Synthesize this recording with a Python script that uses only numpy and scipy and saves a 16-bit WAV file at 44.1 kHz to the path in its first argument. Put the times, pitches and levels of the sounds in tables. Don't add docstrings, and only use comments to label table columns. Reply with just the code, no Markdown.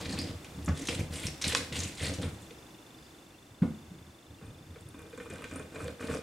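import sys
import numpy as np
from scipy import signal
from scipy.fft import rfft, irfft
from scipy.io import wavfile
from scipy.ndimage import uniform_filter1d

SR = 44100
rng = np.random.default_rng(int(sys.argv[2]) if len(sys.argv) > 2 else 0)


def ratio(d):
    e = np.asarray(d, float) / 20
    return 10 ** e


def output_pcm(signal):
    pcm = np.clip(np.atleast_2d(signal).T, -1, 1) * 32767
    wavfile.write(sys.argv[1], SR, np.round(pcm).astype(np.int16))


N = 274302
HARD_FROM_S = 4.7


def evened(x):
    return x / np.sqrt(np.mean(x ** 2) + 1e-20)


def steady(x, over_s):
    return x / np.sqrt(uniform_filter1d(x ** 2, int(over_s * SR)) + 1e-9)


def read(points, hz):
    f, value = np.transpose(points)
    return np.interp(np.log(hz + 1), np.log(f + 1), value)


def over_time(points):
    return np.interp(np.arange(N) / SR, *np.transpose(points))


def colour(x, points):
    gain = ratio(read(points, np.fft.rfftfreq(len(x), 1 / SR)))
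    return irfft(rfft(x) * gain, len(x))


def add(mix, s, sound):
    part = mix[round(s * SR):][:len(sound)]
    part += sound[:len(part)]


def ring(hz, t60, rise=0.000071, size=9000):
    t = np.arange(size) / SR
    return np.sin(2 * np.pi * hz * t) * ratio(-60 * t / max(t60, .002)) * (1 - np.exp(-t / rise))


def ring_all(modes, rise, size=9000):
    return sum(ratio(db) * ring(hz, t60, rise, size) for hz, db, t60 in modes)


def body(x, modes):
    response = sum(ratio(db) * np.sqrt(width) * ring(hz, 0.63 / width, size=4000) for hz, width, db in modes)
    return signal.oaconvolve(x, response)[:N]


def clicks(per_s, spread_db, clump_db, clump_s):
    size = ratio(spread_db * np.minimum(rng.exponential(1, N), 4)) * rng.choice([-1., 1.], N)
    clumps = evened(uniform_filter1d(rng.standard_normal(N), int(clump_s * SR)))
    return size * (rng.random(N) < per_s / SR) * ratio(clump_db * clumps)


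def strokes(rows, rise_s, fall_db_per_s):
    t = np.arange(0, N / SR + .002, .001)
    power = 0
    for start, length, db, change_db in rows:
        u = t - start
        drift_db = change_db * np.clip(u / length, 0, 1)
        hold_db = db + drift_db - fall_db_per_s * np.maximum(u - length, 0)
        power = power + (np.clip(u / rise_s, 0, 1) * ratio(hold_db)) ** 2
    return np.interp(np.arange(N) / SR, t, np.sqrt(power))


def band_noise(x, low_hz, high_hz, order):
    return evened(signal.lfilter(*signal.butter(order, [low_hz, high_hz], "band", fs=SR), x))


def puffs(events, span, share, edge, crack):
    out, t = np.zeros(N), np.arange(9000) / SR
    for (s, db, hz, t60), noise in zip(events, rng.standard_normal((len(events), 9000))):
        low_hz, high_hz = np.clip([hz / span, hz * span], 300, .45 * SR)
        snap = crack * min(hz / 8000, 1) ** 2 * np.diff(noise, prepend=0) * ratio(-60 * t / 0.0041)
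        puff = band_noise(noise, low_hz, high_hz, 2) * ratio(-60 * t / t60)
        tone = edge * ring(hz, 0.83 / hz, rise=.00003) + .5 * edge * ring(hz, t60 / 5)
        add(out, s, ratio(db) * (snap + tone + share * puff))
    return out


# (frequency [Hz], density [dB per Hz])
HISS = [(33, -24), (45, -4), (90, -2), (280, -2), (500, -8), (800, -10), (4000, -20), (7700, -21.5),
        (15900, -33)]
# (time [s], level [dB])
HISS_LEVEL = [(0, -50.5), (2.3, -51), (2.8, -54), (3.15, -54.5), (3.3, -56), (3.58, -57), (3.72, -55),
              (4.2, -57), (4.9, -56), (6.22, -54)]
# (frequency [Hz], likeness [0..1])
LIKENESS = [(30, 0.96), (180, 1), (550, 0.79), (1650, 0.3), (4970, 0.59), (15000, 1)]


def hiss():
    a, b = (rfft(colour(z, HISS)) for z in rng.standard_normal((2, N)))
    same = np.clip(read(LIKENESS, np.fft.rfftfreq(N, 1 / SR)), 0, 1)
    mid, side = np.sqrt((1 + same) / 2) * a, np.sqrt((1 - same) / 2) * b
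    air = evened(irfft([mid + side, mid - side], N))
    motor_modes = [(2735, 33, 3.4), (322.6, 8.6, 14.3)]  # (Hz, width Hz, dB)
    whine = evened(body(clicks(900, 2.8, 0.75, 0.069), motor_modes)) * ratio(-8.0)
    return ratio(over_time(HISS_LEVEL)) * (air + whine)


# (time [s], level [dB])
LENS_LEVEL = [(0, -53.5), (2.2, -53), (2.5, -52.5), (3.6, -56.5), (6.22, -55.5)]


def lens_drive():
    first_s, step_s, level_db = .0248, .04, -1.5
    t, out = np.arange(1500) / SR, np.zeros(N)
    shape = np.minimum(t / .0015, 1) * ratio(-2600 * np.maximum(t - .005, 0))
    for k, (late, loud) in enumerate(rng.standard_normal((155, 2))):
        hz = 2750 if k % 26 == 5 and k > 60 else 3530
        whirr = shape * np.sin(2 * np.pi * hz * t)
        add(out, first_s + k * step_s + .0004 * late, ratio(level_db + .8 * loud) * whirr)
    return ratio(over_time(LENS_LEVEL)) * out


# (frequency [Hz], t60 [s])
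KITCHEN = [(150, 0.32), (600, 0.36), (2000, 0.44), (6000, 0.42), (14000, 0.25)]


def kitchen(x):
    echoes = np.zeros((2, 30000))
    at = np.arange(80, 29980, 20) + rng.integers(0, 20, (2, 1495))
    np.put_along_axis(echoes, at, rng.choice([-1., 1.], at.shape), 1)
    hz, t, z = signal.stft(echoes, SR, nperseg=256)
    tail = signal.istft(z * ratio(-60 * t / read(KITCHEN, hz)[:, None]), SR, nperseg=256)[1]
    wet = signal.fftconvolve(x[None], tail / np.linalg.norm(tail[0]), axes=1)[:, :N]
    # (Hz, dB)
    apart = [(60, -32), (150, -18), (300, -8.5), (700, -4.5), (3000, -1.5), (8000, -4), (13000, -12)]
    mid, side = wet.mean(0), colour(wet[0] - wet[1], apart) / 2
    return np.array([mid + side, mid - side])


# (time [s], peak [dB], main mode [Hz], length [s])
KNOCKS = [(0.129, -28.5, 177, 0.057), (0.184, -28, 251, 0.066), (0.6755, -20.5, 227, 0.026),
          (0.686, -28.5, 85, 0.15), (0.808, -30.5, 265, 0.079), (3.722, -34, 222, .14),
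          (.572, -39, 110, 0.14), (0.885, -23.5, 282, 0.036), (1.529, -29, 474, 0.055),
          (2.1, -30, 94.2, 0.014), (2.221, -30.5, 265, 0.07), (2.504, -41, 470, 0.07),
          (2.739, -44, 322, 0.037), (3.503, -43, 115, 0.086), (3.6172, -10.5, 178, 0.051),
          (3.9, -36, 171, 0.1), (4.301, -36.5, 79, 0.059), (4.412, -44.5, 430, 0.035),
          (4.478, -36, 95, 0.04), (4.758, -40.5, 468, 0.06), (4.853, -36.5, 120, 0.07),
          (4.943, -39, 252, 0.038), (5.13, -38.5, 470, 0.059), (5.173, -40, 250, 0.067),
          (5.178, -37.5, 476, 0.045), (5.594, -35, 444, 0.054), (5.877, -31.5, 490, 0.046),
          (5.2, -36, 474, 0.068), (5.26, -43.5, 474, 0.066), (5.301, -40, 420, 0.047),
          (5.444, -38, 474, 0.067), (5.8, -33, 474, 0.045), (5.848, -35.5, 485, 0.074),
          (2.23, -35, 474, 0.082), (6.11, -34, 149, 0.14), (3.619, -37, 390, 0.037),
          (5.559, -35, 271, 0.049), (5.596, -42, 266, 0.053), (6.041, -30, 255, 0.022),
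          (6.09, -26, 260, 0.043), (6.095, -27, 470, 0.03)]
# (frequency [Hz], density [dB per Hz])
SHUDDER = [(60, 3), (120, -23), (230, 5.5), (330, 3.5), (480, -10.5), (800, -16.5), (2600, -30),
           (5000, -38)]


def knocks():
    out, t = np.zeros(N), np.arange(16000) / SR
    for (s, db, hz, t60), shake in zip(KNOCKS, rng.standard_normal((len(KNOCKS), 16000))):
        swell = t / (t60 / 6)
        blow = -np.sin(2 * np.pi * hz * t) * swell ** 2 * np.exp(1 - swell ** 2)
        fade = ratio(-14.0 - 60 * t / (6.5 * min(t60, .09))) * np.minimum(t / 0.023, 1)
        shudder = evened(colour(shake, SHUDDER)) * fade
        add(out, s, ratio(db) * blow + ratio(min(db, -17.0)) * shudder)
    return out


# (frequency [Hz], level [dB], t60 [s])
COUNTER = [(84.4, -36, 0.43), (153.4, -28, 0.33), (265, -20.5, 0.15), (227.7, -26.5, 0.47),
           (293, -41, 0.21), (344, -41, 0.26), (502, -31, 0.13), (710, -42, 0.14), (1010, -50, 0.2),
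           (1174, -58, 0.27), (1810, -60, 0.17), (2180, -55, 0.12), (1440, -48, 0.16), (1600, -55, 0.25)]


def landing():
    out = np.zeros(N)
    add(out, 3.63, ring_all(COUNTER, rise=0.0034, size=20000))
    return out


# (frequency [Hz], level [dB], t60 [s])
SEAT = [(81, -27, .3), (624, -36, .12), (1034, -45, .08), (1168, -43, .1), (1480, -35, .08),
        (1701, -39, .09), (2067, -39, .08), (2450, -40, .07)]


def grip():
    out = np.zeros(N)
    add(out, .679, ring_all(SEAT, rise=0.0015))
    return out


# (start [s], length [s], rub on the ribs [dB], weight on the board [dB])
TURNS = [(0, 0.31, -42, -39), (0.33, 0.22, -55, -46.5), (0.572, 0.052, -50, -38.5),
         (0.672, 0.033, -37.5, -28.5), (0.784, 0.057, -42.5, -42.5), (0.88, .14, -38.5, -33.5),
         (1.1, 0.19, -45.5, -40.5), (1.235, 0.048, -51, -37), (1.443, 0.18, -40, -39),
         (1.701, 0.17, -44, -38), (2.004, 0.14, -39, -38.5), (2.175, 0.085, -41.5, -32.5),
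         (2.32, 0.14, -62, -49.5), (3.805, 0.32, -68, -52), (4.28, 0.041, -68, -52),
         (4.418, 0.082, -54, -44.5), (4.542, 0.36, -64, -50.5), (4.941, 0.13, -55, -53),
         (5.125, 0.25, -54.5, -54), (5.294, 0.15, -48, -50), (5.507, 0.12, -45.5, -46.5),
         (5.718, 0.04, -47.5, -67), (5.747, 0.15, -44.5, -44.5), (5.999, 0.098, -41.5, -63),
         (6.086, 0.079, -38.5, -43)]
# (frequency [Hz], width [Hz], level [dB])
BOARD = [(84.5, 6.5, -3), (129, 35, 5), (154, 210, -11)]
GLASS = [(198, 16, -8.5), (269, 7.3, 0), (319.8, 9.1, -1.5), (474, 15, -1.5), (611.5, 12, -10.5)]
CONE = [(1050, 110, -5), (1270, 50, -2), (1560, 65, 0), (1830, 80, -2), (2100, 200, -5), (2420, 42, 3)]
# (frequency [Hz], level [dB])
WALL = [(500, -6), (1000, 3), (1500, 3.5), (2600, 0.5), (3000, 0), (5000, -14)]


def twist():
    rise_s, sag_db, fall_db_per_s = 0.011, -1, 240
    rub = strokes([(s, length, db, sag_db) for s, length, db, _ in TURNS], rise_s, fall_db_per_s)
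    weight = strokes([(s, length, db, sag_db) for s, length, _, db in TURNS], rise_s, fall_db_per_s)
    slips = clicks(700, 2.66, 1.67, 0.0072)
    board = steady(body(clicks(90, 0.73, 3.0, 0.052), BOARD), 0.32) * weight * ratio(2.0)
    glass = steady(body(slips, GLASS), 0.12) * rub * ratio(1.5)
    cone_db = np.where(np.arange(N) < 3 * SR, -16.0, -7.0)
    judder = slips + 0.82 * clicks(2500, 1.6, 1.7, 0.019)
    cone = steady(colour(body(judder, CONE), WALL), 0.066) * rub * ratio(cone_db)
    grit = steady(colour(slips, WALL), 0.094) * ratio(-15.5)
    grit = grit + steady(body(slips, GLASS[3:]), 0.093) * ratio(-7.5)
    hard = np.arange(N) > HARD_FROM_S * SR
    return board + glass + cone + hard * rub * grit


# (time [s], peak [dB], main
# mode [Hz], t60 [s])
SOFT_TAPS = [(.0568, -25.5, 2440, 0.04), (.1765, -30, 2600, 0.2), (.4464, -36.5, 2500, 0.082),
             (.6795, -29, 1260, 0.21), (.683, -39, 1490, 0.037), (.688, -31, 1100, 0.05),
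             (.8868, -16, 2670, 0.027), (1.269, -35, 2930, 0.059), (1.5229, -20.5, 2420, 0.059),
             (1.5499, -9, 1870, 0.03), (1.729, -37, 3000, .086), (2.2288, -34, 1320, 0.29),
             (2.5082, -38.5, 2500, 0.05), (3.6217, -36, 1520, 0.13), (3.628, -41, 870, 0.31),
             (.004, -35.5, 890, 0.24), (.135, -31, 720, 0.12), (4.4139, -43, 1140, 0.1),
             (4.7586, -36.5, 2200, 0.065)]
# (time [s], peak [dB], main mode [Hz])
HARD_TAPS = [(4.944, -42, 1500), (4.9932, -40.5, 1570), (5.0543, -44, 1640), (5.1292, -39, 2540),
             (5.177, -37.5, 1560), (5.0167, -48, 1170), (5.31, -35.5, 2520), (5.36, -40, 1580),
             (5.743, -43, 1540), (5.8043, -34, 1270), (5.537, -42, 1600), (5.725, -46, 1400),
             (5.4216, -36, 1280), (5.7943, -37, 1530), (5.8425, -38, 1520), (6.0085, -34, 1660),
             (6.0255, -31.5, 1590), (6.084, -35.5, 1820), (6.113, -31, 1500), (5.2012, -32.5, 1940),
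             (5.2588, -39, 1190), (5.3004, -38, 2570), (5.3358, -38, 2420), (5.389, -40, 1100),
             (5.442, -27.5, 2580), (5.5124, -34.5, 1600), (5.559, -36, 1300), (5.5959, -35.5, 1310),
             (5.758, -33, 1630), (5.8819, -35.5, 1600), (5.996, -38, 1660), (6.092, -34, 1110),
             (6.139, -33, 1220), (6.1704, -40, 2460)]
# (frequency [Hz], level [dB], t60 [s])
CONE_RING = [(1270, -7, .08), (1560, -2, .07), (1820, -5, .05), (2100, -8, .04), (2420, 0, .1),
             (474, -4, .08)]


def taps():
    events = SOFT_TAPS + [(*row, 0.11) for row in HARD_TAPS]
    rattle = puffs(events, span=1.7, share=0.23, edge=0.56, crack=0.057)
    loudness = np.std(rattle)
    ringing = evened(colour(body(rattle, CONE), WALL)) * loudness
    hard = np.arange(N) > HARD_FROM_S * SR
    out = np.where(hard, 0.82 * colour(rattle, WALL) + 0.17 * rattle, 1.63 * rattle)
    out += np.where(hard, .9, .15) * ringing
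    out += 0.67 * hard * evened(body(rattle, GLASS[3:])) * loudness
    cone = ring_all(CONE_RING, rise=0.000071, size=5000)
    for s, db, _ in HARD_TAPS:
        add(out, s, ratio(db - 12.5) * cone)
    return out


# (time [s], peak [dB], frequency [Hz])
SMACK = [
    (1.5498, -2.5, 4800),
    (1.5518, -10.5, 2000),
]
# (time [s], peak [dB], frequency [Hz])
SNAPS = [(.189, -19.5, 10500), (.4464, -34, 7000), (.5601, -50, 7100), (.571, -43, 6000), (.63, -40, 4000),
         (0.7746, -33, 4500), (0.852, -34, 11000), (.8729, -27, 9000), (1.1343, -30, 11000),
         (1.1588, -37, 8500), (1.1977, -31, 9500), (1.236, -28, 12000), (1.2678, -22, 7000),
         (1.38, -42, 8000), (1.4825, -19, 5000), (1.494, -25, 12500), (1.7559, -30, 8500),
         (1.801, -32, 6200), (1.8342, -29, 7200), (5.2011, -44, 2000), (5.384, -40, 3000),
         (5.4411, -34.5, 2400), (5.8811, -32, 3000)]


def snaps():
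    out = np.zeros(N)
    for s, db, hz in SMACK + [(s, db + 6, hz) for s, db, hz in SNAPS]:
        u = np.pi * hz * np.arange(-60, 60) / SR
        add(out, s - 60 / SR, ratio(db) * (1 - 2 * u ** 2) * np.exp(-u ** 2))
    return out


# (time [s], peak [dB], pitch [Hz],
# t60 [s])
SQUEAKS = [
    (.189, -34, 4950, .2),
    (1.787, -33, 6170, .07),
    (5.559, -43, 9030, .08),
    (2.585, -56, 5200, .1),
    (4.455, -58, 8800, .08),
    (2.38, -62, 2800, .2),
    (2.74, -59, 2800, .25),
    (2.97, -61, 4950, .4),
    (3.04, -59, 4900, .3),
    (1.275, -42, 5300, .2),
]


def squeaks():
    return puffs(SQUEAKS, span=1.05, share=0.84, edge=.1, crack=0)


# (time [s], length [s], level [dB], slit [Hz], pocket [Hz])
SPUTTERS = [(0.123, 0.0077, -41, 4260, 1700), (0.774, 0.0035, -43, 8400, 2560),
            (0.792, .008, -50, 7860, 9100), (0.853, .006, -46, 6600, 9000),
            (0.871, .004, -32.5, 5930, 4000), (0.8833, 0.012, -33.5, 2720, 5000),
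            (0.902, .008, -43, 5550, 8000), (0.992, 0.015, -43, 2330, 11100),
            (1.134, 0.0056, -45, 9700, 3000), (1.155, 0.014, -42.5, 8200, 3200),
            (1.199, 0.007, -46.5, 8700, 11500), (1.2344, 0.0052, -37.5, 2440, 11500),
            (1.268, 0.0038, -31.5, 5470, 2900), (1.4165, 0.0098, -32.5, 5550, 3900),
            (1.44, 0.0042, -29, 3900, 2630), (1.448, .005, -32, 5000, 3000),
            (1.465, 0.0045, -35, 4160, 2620), (1.478, 0.0067, -31.5, 8100, 5230),
            (1.489, 0.013, -39, 11000, 3250), (1.564, 0.0069, -28, 3980, 1860),
            (1.726, 0.0039, -42, 3950, 2400), (1.7564, 0.013, -38.5, 2860, 3850),
            (1.79, 0.02, -39.5, 6350, 5000), (1.834, 0.0051, -36, 6950, 6250),
            (2.044, 0.011, -39, 4240, 2450), (2.069, 0.0032, -45, 4200, 2550),
            (2.097, 0.0041, -44, 3430, 6000), (2.134, 0.0052, -42, 5840, 3620)]


def sputters():
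    t60_s, slit_span = 0.038, 1.1
    out, t = np.zeros(N), np.arange(3000) / SR
    noises = rng.standard_normal((len(SPUTTERS), 2, 3000))
    for (s, length, db, slit_hz, pocket_hz), (air, crackle) in zip(SPUTTERS, noises):
        jet = air * ratio(6.2 * evened(uniform_filter1d(crackle, size=14)))
        slit = band_noise(jet, slit_hz / slit_span, slit_hz * slit_span, 1)
        pocket = band_noise(jet, pocket_hz / slit_span, pocket_hz * slit_span, 1)
        shape = np.minimum(t / 0.00071, 1) * ratio(-60 * np.maximum(t - length, 0) / t60_s)
        add(out, s, ratio(db) * shape * (slit + 0.52 * pocket + 0.1 * jet))
    return out


# (time [s], peak [dB], cavity [Hz])
SOFT_POPS = [(0.0555, -24, 4330), (0.0946, -22, 4200), (0.1232, -23, 4360), (0.189, -17.5, 4570),
             (.4459, -34, 5950), (.647, -31, 10500), (0.66, -25, 7300), (0.6875, -25.5, 5800),
             (0.7766, -32, 5500), (0.8204, -25, 6450), (0.8735, -26, 5200), (0.996, -28, 6300),
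             (1.135, -34, 8920), (1.1983, -32, 8800), (1.233, -33, 4200), (1.2697, -26, 5300),
             (1.416, -38, 5840), (1.4417, -21, 4060), (1.4815, -12, 3420), (1.55, -17, 6000),
             (1.7272, -23, 3900), (1.79, -26, 6230), (1.8348, -22, 6900), (1.952, -30, 6950),
             (1.826, -36, 11200), (1.127, -32, 4600), (1.205, -40, 8440), (1.976, -45, 6000),
             (2.034, -24, 9500), (2.043, -21.5, 4300), (2.0673, -15, 4100), (2.231, -21, 3700),
             (2.4203, -37, 7900)]
# (time [s], peak [dB], cavity [Hz])
HARD_POPS = [(4.809, -41.5, 8900), (4.888, -37, 10400), (4.992, -36.5, 10300), (5.0188, -40, 10500),
             (5.0995, -44, 11000), (5.1761, -38, 7400), (5.301, -33.5, 7400), (5.3364, -36, 9360),
             (5.4214, -38, 9910), (5.442, -34, 7600), (5.512, -37, 7290), (5.537, -33, 7800),
             (5.5592, -29, 9100), (5.595, -33, 7750), (5.7595, -35.5, 4000), (5.843, -31, 7500),
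             (5.8817, -37, 4200), (6.01, -35, 8000), (6.141, -29, 6260), (6.171, -29.5, 5060)]


def pops():
    bursts = [(*row, .05) for row in SOFT_POPS]
    ticks = [(*row, .025) for row in HARD_POPS]
    soft = puffs(bursts, span=1.17, share=0.17, edge=0.29, crack=0.53)
    hard = puffs(ticks, span=1.2, share=.25, edge=.35, crack=.5)
    return soft + ratio(1.0) * hard


# (start [s], length [s], fizz [dB],
# change of pressure over the stroke [dB], brightness [dB])
SQUIRTS = [(-.05, 0.34, -48, -3.5, -3.5), (.4, 0.52, -73, 14, -5), (0.75, .02, -61, 4, 3),
           (0.765, 0.094, -51.5, 0, -6), (0.884, 0.11, -41, -9.5, -1), (1.106, 0.031, -62, 15, 0),
           (1.135, 0.14, -51, 5, 0), (1.302, 0.11, -60.5, -3, -4), (1.413, 0.11, -43, 3.5, -3.5),
           (1.545, 0.12, -36.5, -20, 0), (1.723, 0.13, -42.5, -3, -1.5), (1.878, 0.092, -49, -12.5, -2),
           (1.97, 0.063, -49.5, 9.5, -4.5), (2.05, 0.14, -41, -14.5, -1.5),
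           (2.215, 0.059, -48.5, -8.5, -1.5), (2.28, 0.14, -69, -11, 5), (2.41, 0.025, -68, 0, 7),
           (5.06, 0.2, -73.5, 8, 1.5), (5.3, 0.32, -62, -0.5, -1), (5.714, 0.17, -65.5, 7, 3.5),
           (6, 0.15, -58.5, 7.5, 0.5)]
# (frequency [Hz], density [dB per Hz])
FIZZ = [(1400, -35), (2000, -2), (2600, -8.5), (3500, -5), (5800, -11.5), (8700, -17), (11000, -26.5),
        (14000, -23)]
# (time [s], frequency [Hz])
GAP = [(0, 3530), (.2, 4570), (.76, 3600), (.83, 4350), (.89, 2860), (1.0, 2680), (1.13, 3120),
       (1.23, 2970), (1.29, 4460), (1.42, 4700), (1.47, 3800), (1.53, 2480), (1.6, 2100), (1.77, 3000),
       (1.8, 5340), (1.85, 6400), (1.98, 3200), (2.05, 3760), (2.25, 2760)]


def juice():
    rise_s, fall_db_per_s = 0.0015, 250
    level = strokes([row[:4] for row in SQUIRTS], rise_s, fall_db_per_s)
    bright_rows = [(s, length, db + bright_db, change_db) for s, length, db, change_db, bright_db in SQUIRTS]
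    sheen = strokes(bright_rows, rise_s, fall_db_per_s)
    bubbles, kind = clicks(6000, 0.89, 2.5, 0.0086), rng.integers(0, 16, N)
    patches = uniform_filter1d(rng.standard_normal((N // 400 + 2, 16)), size=5, axis=0)
    patches = evened(uniform_filter1d(patches, size=3, axis=1))
    gap_hz = over_time(GAP)
    dull, bright = np.zeros((2, N))
    for k, hz in enumerate(np.geomspace(1500, 13500, 16)):
        grain = ring(hz, 12.7 / hz, rise=0.064 / hz, size=600) * hz * ratio(read(FIZZ, hz))
        patch = ratio(3.0 * np.interp(np.arange(N) / 400, np.arange(len(patches)), patches[:, k]))
        patch = patch * ratio(3.1 * np.exp(-(np.log(hz / gap_hz) / 0.15) ** 2))
        fizz = signal.oaconvolve(bubbles * patch * (kind == k), grain)[:N]
        add(bright if hz > 6500 else dull, 0, fizz)
    return steady(dull, 0.042) * level * ratio(5.0) + steady(bright, 0.14) * sheen * ratio(2.2)


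# (frequency [Hz], level [dB])
MICROPHONE = [(20, -22), (42, -7.5), (60, -29), (75, -1), (6000, -2.5), (9500, -1), (12000, -9.5),
              (16000, -23)]


def scene():
    blows = knocks() + landing() + grip()
    rind = twist() + taps() + snaps()
    wet = squeaks() + sputters() + pops() + juice()
    near = colour(blows + rind + wet, MICROPHONE)
    return hiss() + lens_drive() + ratio(-7.0) * kitchen(near) + ratio(-1.5) * near


def low_pass(x):
    return signal.sosfilt(signal.butter(12, 16480, fs=SR, output="sos"), x)


def record(dry):
    edge = signal.firwin(511, 15850, window=("kaiser", 9), fs=SR)
    mix = signal.oaconvolve(dry, edge[None], "same") + ratio(-33.5) * dry
    return low_pass(mix)


dry = scene()
out = record(dry)
output_pcm(out)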